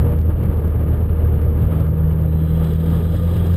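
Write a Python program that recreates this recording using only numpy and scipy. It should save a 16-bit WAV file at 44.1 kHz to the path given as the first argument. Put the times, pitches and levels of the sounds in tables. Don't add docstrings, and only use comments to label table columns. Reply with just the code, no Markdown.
import sys
import numpy as np
from scipy import signal
from scipy.io import wavfile

SR = 44100
rng = np.random.default_rng(int(sys.argv[2]) if len(sys.argv) > 2 else 0)


def dump_mix(stems):
    frames = np.atleast_2d(stems).T
    limited = np.clip(frames, -1, 1)
    pcm = np.round(limited * 32767).astype(np.int16)
    wavfile.write(sys.argv[1], SR, pcm)


def volts(x):
    e = np.asarray(x, float) / 20
    return 10 ** e


N = 156996
TIME_S = np.arange(N) / SR

# start_s, firing_hz, firing_tone_db, load_db (level of the second firing harmonic)
ENGINE_RUN = [(0, 79.5, -16, -23), (.5, 79.47, -18.5, -38), (1.0, 78.44, -19, -32.5),
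              (1.54, 77.98, -16, -31), (1.62, 78.34, -20, -22.5), (1.9, 78.2, -18.5, -21.5),
              (2.3, 78.94, -18.5, -20), (2.7, 80.62, -18.5, -19.5), (3.1, 82.9, -19, -21.5),
              (3.4, 85.43, -18, -23.5), (3.56, 86.2, -12.5, -25)]


def in_time(rows):
    start_s, *columns = np.transpose(rows)
    return [np.interp(TIME_S, start_s, column) for column in columns]


def rise(middle_s, width_s):
    return 1 / (1 + np.exp((middle_s - TIME_S) / width_s))


def rms_one(x):
    return x / np.sqrt(np.mean(x ** 2) + 1e-20)


def drift(rate_hz):
    pole = np.exp(-80 * np.pi * rate_hz / SR)
    white = rng.standard_normal(N // 40 + 2002)
    slow = signal.lfilter([1], [1, -2 * pole, pole * pole], white)[2000:]
    return np.interp(np.arange(N) / 40, np.arange(len(slow)), rms_one(slow))


def banded_noise(spectrum, shared_db, own_db, rate_hz):
    hz, db = np.transpose(spectrum)
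    count = int(3 * np.log2(hz[-1] / hz[0])) + 2
    edges_hz = np.geomspace(hz[0] / 1.1, min(hz[-1], 5900), count)
    white = rng.standard_normal((2, N + 8000))
    out = 0
    for k, (low, high) in enumerate(zip(edges_hz, edges_hz[1:])):
        sos = signal.butter(3, [low, high], "band", fs=SR, output="sos")
        band = signal.sosfilt(sos, white[k % 2])[8000:]
        level_db = np.interp(np.log(low * high) / 2, np.log(hz), db)
        out = out + volts(level_db + own_db * drift(rate_hz)) * band
    return rms_one(out * volts(shared_db * drift(rate_hz)))


def resonate(x, peaks):
    for hz, width_hz, db in peaks:
        b, a = signal.iirpeak(hz, hz / width_hz, fs=SR)
        x = x + (volts(db) - 1) * signal.lfilter(b, a, x)
    return rms_one(x)


def firing_phase():
    wobble_hz = 0.35
    firing_hz = in_time(ENGINE_RUN)[0] + wobble_hz * drift(2.7)
    return 2 * np.pi * np.cumsum(firing_hz) / SR


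def engine(phase):
    # multiple (of firing rate), level_db (against the firing tone)
    side_orders = [(0.5, -16.5), (1.5, -23.5), (2.5, -23.5), (3.0, -31.5), (4.0, -25.5), (6.0, -24.5)]
    uneven_db = 1.4
    hz, tone_db, load_db = in_time(ENGINE_RUN)
    coast_rad, load_rad, slip_rad_per_hz = -1.3, 1.15, -.22
    loaded = rise(1.62, 0.038)
    lead_rad = coast_rad + loaded * (load_rad - coast_rad + slip_rad_per_hz * (hz - hz.min()))
    out = volts(tone_db + uneven_db * drift(19.0)) * np.cos(phase)
    out += volts(load_db + uneven_db * drift(11.0)) * np.cos(2 * phase + lead_rad)
    for multiple, db in side_orders:
        level = volts(tone_db + db + 3.0 * drift(8.1))
        out += level * np.cos(multiple * phase + rng.uniform(0, 5.1))
    return np.sqrt(2) * out


def road():
    # start_s, level_db
    road_level = [(0, -39.5), (.12, -43), (.27, -47), (.4, -43), (.79, -45), (.95, -43), (1.1, -45),
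                  (1.32, -43), (1.55, -44.5), (1.8, -42.5), (1.92, -49), (2.0, -44.5), (2.5, -49),
                  (2.66, -42), (2.77, -49), (2.93, -44), (3.26, -48), (3.37, -45)]
    # pitch_hz, density_db_per_hz
    roar_spectrum = [(200, 0), (450, -5.5), (700, -15.5), (1300, -22.5), (2200, -32), (3300, -40),
                     (4200, -45.5), (5800, -56.5)]
    # pitch_hz, density_db_per_hz
    rumble_spectrum = [(22, -9.5), (35, -5), (50, 1), (63, -6), (110, 5.5), (140, -1.5), (200, -6.5),
                       (300, -30.5)]
    # pitch_hz, width_hz, lift_db
    cabin = [(50, 18, 6.0), (290, 30, 3.0), (395, 30, 2.5), (476, 45, 6.0), (600, 60, 4.0), (833, 40, 3.0),
             (930, 40, 3.0), (1215, 75, 6.5), (1630, 70, 4.0), (3050, 500, 5.0)]
    roar_over_db, split_hz, roar_low_follows = 14.5, 750, .4
    rumble_db, rumble_follows, rumble_eases_db = -20.5, 0.24, -3.0
    db, = in_time(road_level)
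    swing_db = db - db.mean()

    roar = resonate(banded_noise(roar_spectrum, shared_db=1.5, own_db=1.0, rate_hz=25.0), cabin[1:])
    low = signal.sosfiltfilt(signal.butter(2, split_hz, fs=SR, output="sos"), roar)
    high = roar - low
    roar = volts(db + roar_over_db) * (high + volts((roar_low_follows - 0.5) * swing_db) * low)

    rumble = resonate(banded_noise(rumble_spectrum, shared_db=1.2, own_db=1.2, rate_hz=12.0), cabin[:1])
    eased_db = rumble_eases_db * rise(1.9, .1)
    return roar + volts(rumble_db + eased_db + rumble_follows * swing_db) * rumble


def intake(phase):
    # start_s, level_db
    air_flow = [(1.45, -70), (1.56, -63), (1.61, -51), (1.7, -57), (1.8, -51.5), (1.86, -63), (1.95, -66),
                (2.3, -56.5), (2.55, -53), (2.67, -50), (2.77, -54), (2.95, -49.5), (3.03, -53.5),
                (3.2, -50), (3.27, -53.5), (3.34, -49.5), (3.45, -50.5), (3.56, -49.5)]
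    # pitch_hz, density_db_per_hz
    hiss_spectrum = [(900, -18), (1500, 6.5), (2400, -7), (3300, -1.5), (4000, -15), (4500, -11.5),
                     (5200, -14.5), (5800, -28.5)]
    # pitch_hz, width_hz, lift_db
    duct = [(1210, 50, 10.0), (1700, 80, 4.0), (2760, 40, 5.0), (2950, 80, 5.0), (3280, 150, 5.0),
            (3590, 70, -12.0), (3750, 150, 6.0), (4125, 50, -8.0), (4220, 60, 7.0), (4900, 500, 5.0)]
    hiss_over_db, floor_db = 2, -63.5
    pulsing, pulsing_phase_rad = .08, .9
    bright_hz, before_db, after_db = 4160, -8.5, 3
    flow = np.sqrt(np.maximum(volts(in_time(air_flow)[0]) ** 2 - volts(floor_db) ** 2, 0))
    hiss = resonate(banded_noise(hiss_spectrum, shared_db=2.5, own_db=2.0, rate_hz=67.0), duct)
    high = signal.sosfiltfilt(signal.butter(4, bright_hz, "high", fs=SR, output="sos"), hiss)
    bright_db = before_db + rise(2.5, .12) * (after_db - before_db)
    hiss = hiss + (volts(bright_db) - 1) * high
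    pulsed = hiss * (1 + pulsing * np.cos(phase + pulsing_phase_rad))
    return volts(hiss_over_db) * flow * (pulsed + whistles())


def whistles():
    # pitch_hz, width_hz, level_db (against the flow), start_s
    tones = [(1212, 70, -3, 2.5), (4000, 45, -13, 2.25), (3232, 70, -9, 2.4), (3403, 50, -10, 2.4),
             (3700, 45, -16, 2.5), (2926, 45, -16, 2.5), (5070, 45, -24, 2.6), (4736, 30, -27, 2.7)]
    out = 0
    for hz, width_hz, db, start_s in tones:
        b, a = signal.iirpeak(hz, hz / width_hz, fs=SR)
        once = signal.lfilter(b, a, rng.standard_normal(N))
        tone = rms_one(signal.lfilter(b, a, once))
        out = out + volts(db + 2.0 * drift(7.0)) * tone * rise(start_s, 0.051)
    return out


def ticks():
    # start_s, peak_db
    gain_steps = [(0.0922, -54), (0.1196, -54), (0.1506, -58), (0.164, -55), (0.1885, -47), (0.2139, -49),
                  (0.2693, -59), (0.4374, -51), (0.5711, -53), (0.608, -59), (0.6794, -53), (0.7053, -56),
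                  (0.7617, -54), (0.8889, -56), (0.9707, -55), (1.0365, -56), (1.2176, -59), (1.3513, -58),
                  (1.4157, -49), (1.5035, -58), (1.6541, -55), (1.7973, -55), (1.8048, -51), (1.8692, -52),
                  (1.9106, -56), (2.0777, -55), (2.1251, -54), (2.2134, -56), (2.6429, -50)]
    small_per_s, small_db = 22, -66
    over_db, decay_s, ragged = 22.5, .0003, .1
    start_s, peak_db = np.transpose(gain_steps)
    small = rng.random(N) < small_per_s / SR
    marks = small * volts(small_db + 3.0 * rng.standard_normal(N))
    marks[((start_s + .001) * SR).astype(int)] = volts(peak_db)
    fade = signal.lfilter([1], [1, -np.exp(-1 / (decay_s * SR))], marks + 1e-18)
    return volts(over_db) * fade * (1 + ragged * rng.standard_normal(N))


def scene():
    phase = firing_phase()
    return (engine(phase) + road() + intake(phase) + ticks())[None]


def low_pass(x):
    return signal.sosfilt(signal.butter(12, 15250, fs=SR, output="sos"), x)


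def record(dry):
    knee, guard_hz = 1.2, 5940
    rounded = knee * np.tanh(dry / knee)
    guarded = signal.sosfilt(signal.butter(8, guard_hz, fs=SR, output="sos"), rounded)
    slow = signal.resample_poly(guarded, 40, 147, axis=1)
    stairs = np.repeat(slow, 4, axis=1)
    held = signal.resample_poly(stairs, 147, 160, axis=1)[:, :N]
    return low_pass(held)


dry = scene()
out = record(dry)
dump_mix(out)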